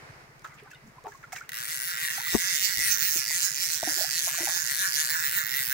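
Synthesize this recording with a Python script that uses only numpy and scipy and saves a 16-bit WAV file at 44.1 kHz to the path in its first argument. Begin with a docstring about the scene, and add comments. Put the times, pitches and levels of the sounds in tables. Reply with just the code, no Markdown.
"""Behind everything lie a river's filtered-noise hush and a far engine: a train of dull exhaust puffs. First a
hooked fish splashes (grainy noise bursts, ringing bubbles) while a fine crackle flares and tackle ticks. Then a
near fishing reel buzzes: each ratchet tooth gives a noise snap, a top-octave sizzle and body modes. The spool
surges and slackens pull by pull, and the levels swing with each turn. Soon something bumps the left microphone
and gusts brush the ports; the fish thrashes again under the buzz."""
import sys
import numpy as np
from scipy import signal
from scipy.fft import rfft, irfft, next_fast_len
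from scipy.io import wavfile

SR = 44100
rng = np.random.default_rng(int(sys.argv[2]) if len(sys.argv) > 2 else 0)


def bounce(signal):
    """Save signal as a 16-bit WAV file at the path given by the first command-line argument."""
    frames = np.transpose(np.atleast_2d(signal))
    limited = np.clip(frames, -1, 1)
    pcm = np.round(limited * 32767).astype(np.int16)
    wavfile.write(sys.argv[1], SR, pcm)


N = 252693  # length [samples]

# Pulls on the line, each lasting until the next: (start [s], top speed [teeth/s], lean [above 1 builds
# slowly], left snap [dB], right snap [dB], sizzle [dB], low ring [dB], high ring [dB])
PULLS = [(1.491, 126.2, 1.17, -35, -38.5, -46, -39, -40), (1.666, 159.5, 0.64, -37, -36, -41, -37, -41),
         (1.79, 189.2, 1.64, -37.5, -37.5, -46, -39, -36.5),
         (1.949, 167.1, 1.46, -33.5, -34, -41.5, -35.5, -36), (2.088, 225.9, 1.6, -39, -38, -38, -32, -35),
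         (2.209, 180.4, 1.48, -33, -34, -40, -40, -34.5), (2.368, 189.7, .8, -33.5, -27, -56, -35.5, -34),
         (2.598, 213.1, 0.7, -36, -26.5, -47, -41, -35), (2.771, 228.7, 1.65, -32, -26, -37, -35.5, -34.5),
         (2.968, 201.3, 1.98, -32.5, -27, -30, -40, -36.5), (3.11, 171.9, 0.58, -33, -28, -38, -38.5, -44),
         (3.243, 183.2, 2.03, -32, -27, -58, -40.5, -36.5),
         (3.407, 205, 0.82, -32.5, -26.5, -53, -35, -44.5), (3.509, 188.4, 2.02, -34.5, -29, -58, -43, -39),
         (3.685, 167.6, .62, -35, -27, -58, -44.5, -44.5),
         (3.807, 166.4, 1.55, -34.5, -29.5, -53, -35, -38.5),
         (3.945, 186.8, 0.67, -35.5, -25.5, -59, -36.5, -45),
         (4.09, 171.1, 1.45, -33, -28, -65, -38.5, -39.5),
         (4.209, 181.3, .79, -32.5, -28.5, -56, -39, -46.5),
         (4.32, 173.2, .46, -33.5, -29.5, -61, -36.5, -39), (4.478, 175.9, .68, -36, -28, -45, -35, -41),
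         (4.674, 144.5, 0.79, -33, -30, -55, -37, -39.5), (4.765, 197.5, 0.76, -31, -27.5, -57, -31, -42.5),
         (4.924, 156.7, 0.95, -31, -29.5, -53, -34, -41),
         (5.073, 168.1, 0.71, -35, -31.5, -33.5, -30.5, -38.5),
         (5.32, 197, 0.64, -34.5, -33, -38, -32, -36), (5.44, 137.1, 1.17, -36, -34.5, -31, -39, -34.5),
         (5.691, 146.6, .78, -34, -36, -34, -33, -38)]
LAST_PULL_ENDS_S, SPIN_UP_S = 5.8, .028  # the spool starts from rest
SLACK_TEETH_PER_S, PULL_SHAPE = 92, .6  # the shape is an exponent on the effort
# Moments at which the reel begins a new turn: time [s]
TURN_STARTS = [1.596, 1.965, 2.259, 2.457, 2.723, 2.979, 3.255, 3.52, 3.795, 4.088, 4.347, 4.618, 4.889,
               5.173, 5.452, 5.767]
# Variation of left snap, right snap, sizzle, low ring and high ring, one row each: (change when slack [dB],
# once-a-turn swing [dB], its crest [turns], twice-a-turn swing [dB], its crest [turns])
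SWINGS = [(-2.5, 3, 0.51, 0.66, 0.25), (-2.5, 0.5, .51, 0.5, 0.24), (-2.3, 0, 0.88, -0.5, 0.34),
          (-3.5, 1.55, 0.91, 1.4, 0.4), (-2, 1.35, 0.23, 0.8, 0.26)]
# Moments when the pawl bites differently: (time [s], right snap change [dB], sizzle change [dB])
BITES = [(1.72, 2.5, 1), (2.135, 5, -10), (2.335, 3, 0), (2.554, 3.5, 6), (2.645, 5.5, 1), (2.792, 3, 1),
         (2.925, 6, 5), (3.025, 2.5, -2), (3.182, 4.5, 9.5), (3.32, 2.5, 4), (3.442, 5, 0), (3.64, 2.5, 4),
         (3.915, 1, 0), (4.02, 1.5, 0), (4.19, 2.5, 0), (4.46, 5, 2), (4.67, 4.5, 1), (4.945, 7, 0),
         (5.11, 1, 9), (5.255, 1.5, 9.5), (5.375, -2, 11.5)]
BITE_WIDTH_S = 0.018
# Spectrum of the pawl's snap at each microphone: (frequency [Hz], relative gain [dB])
SNAP_LEFT = [(200, -28), (450, -30), (800, -26), (2400, -8), (3900, -6), (5400, -9), (6900, -18),
             (8100, -3), (9500, -.5), (11000, -4), (12500, -2), (13600, -10), (14600, -16)]
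SNAP_RIGHT = [(200, -29), (450, -32), (900, -28), (2500, -11), (3200, -14), (3800, -9.5), (4250, -3),
              (4700, -3.5), (5300, 0), (7250, 1), (8100, -11), (9800, -22), (11600, -10), (13000, -9),
              (14500, -9), (15200, -5)]
# Vibration modes of the reel's body: (frequency [Hz], relative level [dB], t60 [s])
BODY_MODES = [(1025, -20, 0.027), (1180, -17.5, 0.028), (1478, -8, 0.016), (1658, -4.5, .016),
              (1904, -2, .019), (2086, -8.5, 0.017), (2303, -15.5, 0.032), (2750, -15, 0.017),
              (3630, -14.5, 0.0028), (4254, -19.5, 0.013)]
RING_SPLIT_HZ = 1750  # the low ring lies below, the high ring above
RING_WANDER_DB, RING_DRIFT_HZ = 1.5, 37.5  # smooth random wander of each mode's level and pitch
TOOTH_DETUNE_HZ = 26.8  # random spread of pitch from tooth to tooth
# How the reel is held: (time [s], ring level left minus right [dB])
GRIP = [(1.5, -1), (4.0, -1.5), (4.55, -0.5), (5.18, -0.5), (5.5, -5), (5.73, -2.5)]
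# Small ticks of the tackle: (time [s], peak level [dB], centre [Hz])
TICKS = [(.394, -47, 6000), (.42, -48, 5500), (.446, -42, 1430), (.451, -50, 1400), (.475, -44, 6500),
         (.544, -49, 9000), (.556, -52, 7000), (.598, -44, 2400), (.635, -51, 10900), (.706, -49, 6500),
         (.716, -50, 5950), (0.747, -47, 3740), (1.039, -44, 6200), (1.322, -32, 1830), (1.362, -29, 2150),
         (2.98, -40, 1020), (3.156, -51, 700), (3.307, -33.5, 1014)]
TICK_T60_S = 0.013
# Flares of fine treble crackle: (time [s], crackle level [dB], t60 [s])
CRACKLES = [(.436, -54, 0.22), (.535, -59, .1), (.7, -57, 0.17), (.865, -59, 0.14), (1.07, -55, 0.84),
            (1.32, -39.5, 0.13), (1.355, -41.5, 0.19)]
CRACKLE_RISE_S = 0.012
# Spectrum of the crackle: (frequency [Hz], relative gain [dB])
CRACKLE_COLOUR = [(1000, -64), (3000, -11), (6500, 10), (10500, -8), (15000, -1)]
# Louder bubbles left by the fish: (time [s], pitch [Hz], relative level [dB], glide [octaves per t60], t60 [s])
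BUBBLES = [(.522, 2000, -41, 0.1, .04), (.623, 414, -42, 0.1, 0.087), (.657, 810, -44, -0.15, 0.063),
           (.672, 1510, -41, 0, 0.036), (.71, 2630, -40, .02, 0.036), (.713, 1660, -32, .18, .023),
           (.731, 1510, -35.5, -0.1, 0.041), (.745, 3620, -45, 0, 0.043), (.752, 2880, -41, -0, 0.027),
           (.752, 2060, -45, -.05, .05), (0.981, 977, -33.5, 0.3, 0.033), (1.04, 470, -38.5, 0, 0.064),
           (1.051, 730, -37, .37, .043), (1.061, 910, -27.5, -0, 0.036), (1.066, 422, -39, -0.13, 0.12),
           (1.083, 890, -33, 0.13, 0.035), (1.118, 1670, -33, 0.07, .03), (1.147, 1090, -35, -0, 0.042),
           (1.238, 1400, -24.5, -0, 0.025), (1.329, 750, -25.5, -0.08, 0.038), (1.38, 2240, -23, 0.05, .02),
           (1.409, 1317, -25, 0.63, 0.034), (2.179, 762, -27, .33, 0.039), (2.203, 903, -29.5, 0.25, 0.03),
           (2.267, 1160, -30, .2, 0.035), (3.828, 633.2, -15.5, 0.27, 0.023), (3.848, 234.7, -40, 0, .04),
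           (3.872, 738, -20.5, -0.01, .036), (3.872, 316, -28.5, -0.3, 0.091), (3.917, 545.7, -42, 0, .05),
           (3.966, 339, -39, 0.65, 0.087), (4.007, 609.4, -24, 0.28, 0.052), (4.04, 689, -28, 0.7, 0.049),
           (4.272, 651.6, -24, 0.3, 0.028), (4.332, 650, -42, 0.2, 0.048), (4.343, 1120, -32, .05, 0.031),
           (4.381, 690, -30.5, .1, 0.053), (4.402, 650, -28, 0.22, 0.036),
           (4.403, 333.7, -34.5, 0.08, 0.17), (4.432, 333, -36, .13, .08), (4.428, 607, -30, 0.17, 0.041),
           (4.471, 804, -19.5, -0.02, 0.031), (4.48, 642, -30, 0.14, 0.039),
           (4.56, 340.6, -43.5, .1, 0.043), (4.563, 879.7, -37.5, 0.09, 0.047)]
# Slaps and spray on the water: (time [s], relative level [dB], centre [Hz], t60 [s], rise [s])
SPLASHES = [(.444, -35.5, 1460, 0.1, 0.003), (.489, -54, 1465, 0.43, .022),
            (0.572, -51.5, 2480, 0.095, 0.029), (0.645, -55, 1254, 0.2, 0.028),
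            (0.701, -59, 2820, 0.2, 0.025), (.834, -51, 220, 0.15, 0.036), (.955, -55, 1000, 0.085, 0.017),
            (1.047, -38.5, 894, 0.086, 0.023), (1.118, -49, 1720, 0.092, 0.0051),
            (1.228, -46.5, 1710, 0.07, 0.01), (1.268, -57, 1290, 0.14, .015),
            (1.425, -55.5, 1610, 0.29, .01), (1.324, -38, 1790, 0.053, 0.0051),
            (1.342, -46, 1930, 0.44, 0.0072), (1.361, -44.5, 2170, 0.11, 0.0018),
            (3.157, -37, 330, 0.032, .004), (3.307, -45, 748, 0.014, 0.0042),
            (3.828, -30.5, 612.5, 0.013, 0.0057), (3.872, -47, 626, 0.27, 0.0083),
            (3.975, -43.5, 688.2, 0.22, 0.016), (4.266, -42.5, 1114, 0.15, 0.014),
            (4.381, -45.5, 720, 0.17, 0.03), (4.475, -41.5, 910, 0.22, .0086)]
# A hollow between the deep plops and the gurgle: (frequency [Hz], gain [dB])
WATER_COLOUR = [(340, -0.5), (480, -7.5), (600, 0)]
# The distant engine: (time [s], firing rate [1/s], level before mixing tone and rasp [dB])
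ENGINE = [(0, 15, -51.5), (.5, 15.5, -58.5), (1.5, 11.74, -59), (4.2, 12.5, -56.5), (5.73, 12.46, -55)]
# Spectrum of the exhaust's rasp: (frequency [Hz], relative gain [dB])
EXHAUST_COLOUR = [(30, -55), (70, -4.5), (105, 0.5), (140, -2), (190, -2), (300, -24.5), (800, -50)]
# The riverbank's hush: (time [s], level [dB])
HUSH = [(0, -48.5), (.22, -51.5), (.3, -55.5), (.8, -56.5), (5.73, -56.5)]
# Spectrum of the hush: (frequency [Hz], relative gain [dB])
AIR_COLOUR = [(50, -16), (150, -11.5), (400, -5.5), (1100, -8), (2100, -10), (3300, -28), (5000, -26.5),
              (8000, -36.5), (15800, -53)]
# Gusts on the microphone ports: (time [s], left level [dB], right level [dB])
GUSTS = [(2.791, -65, -40), (2.9, -49, -86)]
GUST_WIDTH_S, BREEZE_DB = 0.036, -64.5
TOP_HZ = 15850  # upper band limit


def amp(db):
    """Level law: decibels to amplitude gain."""
    return 10 ** (np.asarray(db) / 20)


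def unit(x):
    """Normalisation: scale to rms 1."""
    return x / np.sqrt(np.mean(x ** 2) + 1e-20)


def curves(rows, when=None):
    """Linear interpolation: each column after the time, at given moments or at every sample."""
    s, *columns = np.transpose(rows)
    if when is None:
        when = np.arange(N) / SR
    return [np.interp(when, s, column) for column in columns]


def sides(db):
    """Intensity panning: left and right gains of constant total power for a level difference."""
    gains = amp(np.array([db, -db]) / 2)
    return gains / np.sqrt(np.mean(gains ** 2, axis=0))


def colour(x, points):
    """Minimum-phase filtering: a causal response through (frequency [Hz], gain [dB]) points."""
    size = 2 * next_fast_len(x.shape[-1])
    f, db = np.transpose(points)
    gain = amp(np.interp(np.log(np.fft.rfftfreq(size, 1 / SR) + 1), np.log(f), db))
    # folding the cepstrum onto positive time makes the filter causal
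    cepstrum = irfft(np.log(gain))
    cepstrum[1:size // 2] *= 2
    cepstrum[size // 2 + 1:] = 0
    return irfft(rfft(x, size) * np.exp(rfft(cepstrum)))[..., :x.shape[-1]]


def place(times, sounds):
    """Superposition: sum stereo sounds (2, events, samples) at their moments."""
    starts = np.round(np.asarray(times) * SR).astype(int)[:, None]
    at = starts + np.arange(sounds.shape[-1])
    return np.array([np.bincount(at.ravel(), s.ravel(), N)[:N] for s in sounds])


def drift(times, rate, size):
    """Smoothed randomness: rows of random values that change smoothly, rate times a second."""
    knots = np.arange(int(N / SR * rate) + 2)
    weight = np.exp(-2 * (times[:, None] * rate - knots) ** 2)
    weight = weight / np.linalg.norm(weight, axis=1, keepdims=True)
    return weight @ rng.standard_normal((2, len(knots), size))


def reel():
    """Ratchet excitation: each tooth gives a snap, a sizzle and a ring, heard first at the left microphone."""
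    times = teeth(jitter_s=.00015)
    speed, effort, levels = pulling(times)
    turns = np.interp(times, TURN_STARTS, np.arange(len(TURN_STARTS)))
    left_db, right_db, sizzle_db, low_db, high_db = levels + swings(turns, effort)
    bite_db, bright_db = sum(np.outer([snap_db, top_db], np.exp(-((times - s) / BITE_WIDTH_S) ** 2))
                             for s, snap_db, top_db in BITES)
    # the power is shared among uneven teeth
    blow = (np.sqrt(SR / speed) * amp(0.8 * rng.standard_normal(len(times))))[:, None]

    click = blow * snaps(times, fresh=.28, settle_s=.012, apart=.55, rise_s=.0012, hold_s=.0007,
                         crack_t60=.0042, tail_db=-9.5, tail_t60=.058, patchy_db=1.1)
    left, right = place(times, click * amp([left_db, right_db + bite_db])[..., None])
    snap = np.array([amp(10.0) * colour(left, SNAP_LEFT), amp(8) * colour(right, SNAP_RIGHT)])

    # the top octave dies first, by an added decay of t60 0.06 s
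    fade = amp(-60 * np.arange(click.shape[-1]) / SR / .06)
    sizzle = place(times, click * fade * amp(sizzle_db + bright_db)[:, None])
    sizzle = colour(sizzle, [(8000, -19), (11500, 1.5), (13000, 2.5), (15200, 13.5)])

    ring = rings(times, low_db, high_db, scatter=.45, attack_s=.0019)
    balance = amp(rng.standard_normal(len(times))) * sides(curves(GRIP, times)[0])
    ring = place(times, ring * blow * balance[..., None])
    ring = colour(ring, [(900, -2), (1400, 0.5), (2200, -0.5), (3000, 4.0)])

    left, right = snap + sizzle * sides(-13.5)[:, None] + ring
    lag = round(.00047 * SR)
    return np.array([left, np.pad(right, (lag, 0))[:N]])


def teeth(jitter_s):
    """Integrated rotation: a tooth passes the pawl whenever the summed speed reaches a whole number."""
    t = np.arange(round(PULLS[0][0] * SR), N) / SR
    spin_up = 1 - np.exp(-(t - t[0]) / SPIN_UP_S)
    turned = np.cumsum(pulling(t)[0] * spin_up) / SR
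    times = np.interp(np.arange(int(turned[-1]) + 1), turned, t)
    return times + jitter_s * rng.standard_normal(len(times))


def pulling(when):
    """Speed follows effort: each pull swells from slack to its top and eases; also gives effort and levels."""
    start, top, lean, *levels = np.transpose(PULLS)
    order = np.arange(len(start))
    progress = np.interp(when, np.append(start, LAST_PULL_ENDS_S), np.arange(len(start) + 1))
    pull = np.minimum(progress.astype(int), order[-1])
    effort = np.abs(np.sin(np.pi * (progress % 1) ** lean[pull]))
    speed = SLACK_TEETH_PER_S + effort ** PULL_SHAPE * (top[pull] - SLACK_TEETH_PER_S)
    return speed, effort, np.array([np.interp(progress - .5, order, db) for db in levels])


def swings(turns, effort):
    """Periodic modulation: levels sag when the line is slack and swing with every turn of the reel."""
    slack_db, once_db, once_at, twice_db, twice_at = np.transpose(SWINGS)[..., None]
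    once = once_db * np.cos(2 * np.pi * (turns - once_at))
    twice = twice_db * np.cos(2 * np.pi * 2 * (turns - twice_at))
    return slack_db * (1 - effort) + once + twice


def snaps(times, fresh, settle_s, apart, rise_s, hold_s, crack_t60, tail_db, tail_t60, patchy_db):
    """Impact noise: the pawl scrapes off a tooth and cracks down like its neighbours; later chatter is new."""
    t = np.arange(SR // 43) / SR
    alike = np.clip(1 - fresh, 0, 1) * np.exp(-(t / settle_s) ** 2)
    shared = np.sqrt(alike) * drift(times, 15, size=len(t))
    new = np.sqrt(1 - alike) * rng.standard_normal((2, len(times), len(t)))
    near, far = shared + new
    chatter = np.array([near + apart * far, near - apart * far]) / np.hypot(1, apart)
    # the colour wanders as the reel moves in the hand, and differs a little from tooth to tooth
    spectrum = rfft(chatter)
    patches = drift(times, 17, size=18)[0] + rng.standard_normal((len(times), 18))
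    patches = signal.resample(patches, spectrum.shape[-1], axis=1)
    patches = patches - patches.mean(axis=1, keepdims=True)
    chatter = irfft(spectrum * amp(patchy_db * patches), len(t))
    after = np.maximum(t - rise_s - hold_s, 0)
    decay = amp(-60 * after / crack_t60) + amp(tail_db - 60 * after / tail_t60)
    shape = np.minimum(t / rise_s, 1) ** 2 * decay
    return chatter * shape / np.linalg.norm(shape)


def rings(times, low_db, high_db, scatter, attack_s):
    """Modal resonance: each snap rings the reel's body; the hand damps now one mode, now another."""
    t = np.arange(SR // 40) / SR
    out = 0
    for hz, db, t60 in BODY_MODES:
        turn, damp = drift(times, 18, size=1)
        shift = RING_DRIFT_HZ * drift(times, 12, size=1)[0]
        group_db = low_db if hz < RING_SPLIT_HZ else high_db
        level = group_db[:, None] + db + RING_WANDER_DB * damp
        phase = turn + scatter * rng.standard_normal((2, len(times), 1))
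        pitch = hz + shift + TOOTH_DETUNE_HZ * rng.standard_normal((len(times), 1))
        decay = amp(-60 * t / t60) * (1 - np.exp(-(t / attack_s) ** 2))
        out = out + amp(level) * unit(decay) * np.sin(2 * np.pi * pitch * t + phase)
    return out * np.sqrt(2 / len(t))


def ticks():
    """Damped impact: each tick is a very short noise burst around its own centre frequency."""
    t = np.arange(SR // 30) / SR
    bursts = []
    for s, db, hz in TICKS:
        burst = rng.standard_normal(len(t)) * amp(-60 * t / TICK_T60_S)
        burst = colour(burst, [(hz / 4, -25), (hz / 1.2, -6), (hz, 0), (hz * 1.1, -9), (hz * 4, -30)])
        burst = burst * np.ones((2, 1))  # alike on both sides
        bursts.append(burst / np.abs(burst).max() * amp(db))
    return place([row[0] for row in TICKS], np.stack(bursts, axis=1))


def crackle():
    """Granular noise: a fine crackle of tiny grains flares up at each listed moment and fades."""
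    t = np.arange(N) / SR
    grain_db = 4.2 * signal.resample(rng.standard_normal(N // 60), N)
    grains = rng.standard_normal((2, N)) * amp(grain_db)
    strain = 0
    for s, db, t60 in CRACKLES:
        decay = amp(db - 60 * np.maximum(t - s - CRACKLE_RISE_S, 0) / t60)
        strain = strain + np.clip((t - s) / CRACKLE_RISE_S, 0, 1) * decay
    return unit(colour(grains, CRACKLE_COLOUR)) * strain * sides(-8)[:, None]


def bubbles():
    """Bubble resonance: trapped air rings as it decays, most often rising in pitch near the surface."""
    s, hz, db, glide, t60 = np.transpose(BUBBLES)[..., None]
    t = np.arange(SR // 5) / SR
    pitch = hz * 2 ** (glide * np.minimum(t / t60, 1))
    phase = 2 * np.pi * np.cumsum(pitch, axis=1) / SR
    size = amp(db + 1.5 - 60 * t / t60) * (1 - np.exp(-(t / 0.0036) ** 2))
    lag_s = 0.00004  # the left microphone hears them later
    left = size * np.sin(phase - 2 * np.pi * hz * lag_s)
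    return place(s[:, 0], np.array([left, size * np.sin(phase)]))


def splashes():
    """Impact on water: grainy noise broad around its centre, with bass alike at both microphones."""
    t = np.arange(SR // 4) / SR
    bursts = []
    for s, db, hz, t60, rise_s in SPLASHES:
        grain_db = 4.0 * signal.resample(rng.standard_normal(200), len(t))
        spray = rng.standard_normal((2, len(t))) * amp(grain_db)
        mid, side = colour(spray, [(hz / 5, -26), (hz / 1.76, -11), (hz / 1.2, 0), (hz * 1.0, 0),
                                   (hz * 1.58, -17), (hz * 9, -42)])
        side = side * np.clip(hz / 2000, 0, 1)
        noise = np.array([mid + side, mid - side]) / np.std(mid)
        decay = amp(db - 2.0 - 60 * np.maximum(t - rise_s, 0) / t60)
        swell = np.minimum(t / rise_s, 1) ** 0.35 * decay
        bursts.append((noise + droplets(t, hz, count=32)) * swell)
    return place([row[0] for row in SPLASHES], np.stack(bursts, axis=1))


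def droplets(t, hz, count):
    """Bubble resonance in miniature: rising pings at random moments inside a splash."""
    age = np.maximum(t - t[-1] * rng.random((count, 1)), 0)
    pitch = hz * np.exp(0.458 * rng.uniform(-0.98, 1, (count, 1)))
    pings = amp(-60 * age / 0.062) * np.sin(2 * np.pi * pitch * age * (1 + 3 * age))
    return np.sum(1.7 * pings, axis=0)


def bank_echo(x, t60, db):
    """Diffuse reflection: bushes and the bank scatter a faint, short tail."""
    t = np.arange(SR // 3) / SR
    tail = rng.standard_normal((2, len(t))) * amp(-60 * t / t60) * (t > .004)
    tail = tail / np.linalg.norm(tail[0])
    return x + amp(db) * signal.fftconvolve(x, tail, axes=1)[:, :N]


def bump(at_s, width_s, scuff_db):
    """Contact noise: a knock on the left microphone port, a hollow thump inside a short scuff."""
    t = np.arange(N) / SR - at_s
    push = rng.standard_normal(N) * np.exp(-abs(t) / width_s)
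    scuff = colour(push, [(20, -7), (50, 4.5), (150, -8.5), (225, 0.5), (285, -3.5), (380, -1.5),
                          (500, -11), (680, -8.5), (1100, -9.5), (1700, -24), (5000, -30)])
    scuff = scuff / np.linalg.norm(scuff) * np.sqrt(width_s * SR) * amp(scuff_db)
    thump = amp(-10.5) * np.exp(-(t / 0.0025) ** 2) * np.cos(2 * np.pi * 350 * t)
    return (scuff + thump) * amp([[0], [-19]])  # weaker on the right


def engine():
    """Pulse-train excitation: every firing is a short, dull puff from a far exhaust."""
    rate, db = curves(ENGINE)
    cycles = np.cumsum(rate) / SR + 0.613
    firings = np.diff(np.floor(cycles), prepend=0)
    t = np.arange(SR // 8) / SR
    puff = amp(-60 * t / 0.076) * (1 - np.exp(-t / 0.015))
    tone = unit(signal.fftconvolve(firings, puff * np.sin(2 * np.pi * 138 * t))[:N])
    puffs = signal.fftconvolve(firings, puff)[:N]
    rasp = unit(colour(puffs * rng.standard_normal(N), EXHAUST_COLOUR))
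    return amp(db) * (amp(-4.5) * tone + amp(-9.5) * rasp)


def riverbank():
    """Broadband turbulence: a soft outdoor hush, and light air with brief gusts on each port."""
    t = np.arange(N) / SR
    mid, side = colour(rng.standard_normal((2, N)), AIR_COLOUR)
    side = colour(side, [(200, -8.0), (700, -4.5), (1300, 2.5)])
    right = colour(mid - side, [(1300, -2.0), (4400, 7.0), (15000, 12.5)])
    hush = unit(np.array([mid + side, right]))
    wind = rng.standard_normal((2, N))
    wind = unit(colour(wind, [(15, -30), (45, -14.0), (80, -18.5), (200, -29.5), (1000, -43.5)]))
    gusts = sum(amp([[left_db], [right_db]]) * np.exp(-((t - s) / GUST_WIDTH_S) ** 2)
                for s, left_db, right_db in GUSTS)
    return hush * amp(curves(HUSH)[0]) + wind * (amp(BREEZE_DB) + gusts)


def scene():
    """Superposition of the near reel, the fish further out, and the background."""
    ratchet = bank_echo(reel(), t60=.05, db=-10)
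    water = bubbles() + colour(splashes(), WATER_COLOUR)
    fish = bank_echo(water, t60=0.15, db=-12.5)
    knock = bump(at_s=2.3516, width_s=0.0076, scuff_db=-16.0)
    return ratchet + ticks() + crackle() + fish + knock + engine() + riverbank()


def record(dry):
    """Band limitation: a steep low-pass removes everything above the upper band limit."""
    size = next_fast_len(N + SR // 2)
    # the gain falls from 1 to 0 over 250 Hz
    passed = np.clip((TOP_HZ - np.fft.rfftfreq(size, 1 / SR)) / 250 + .5, 0, 1)
    return irfft(rfft(dry, size) * passed, size)[:, :N]


dry = scene()
out = record(dry)
bounce(out)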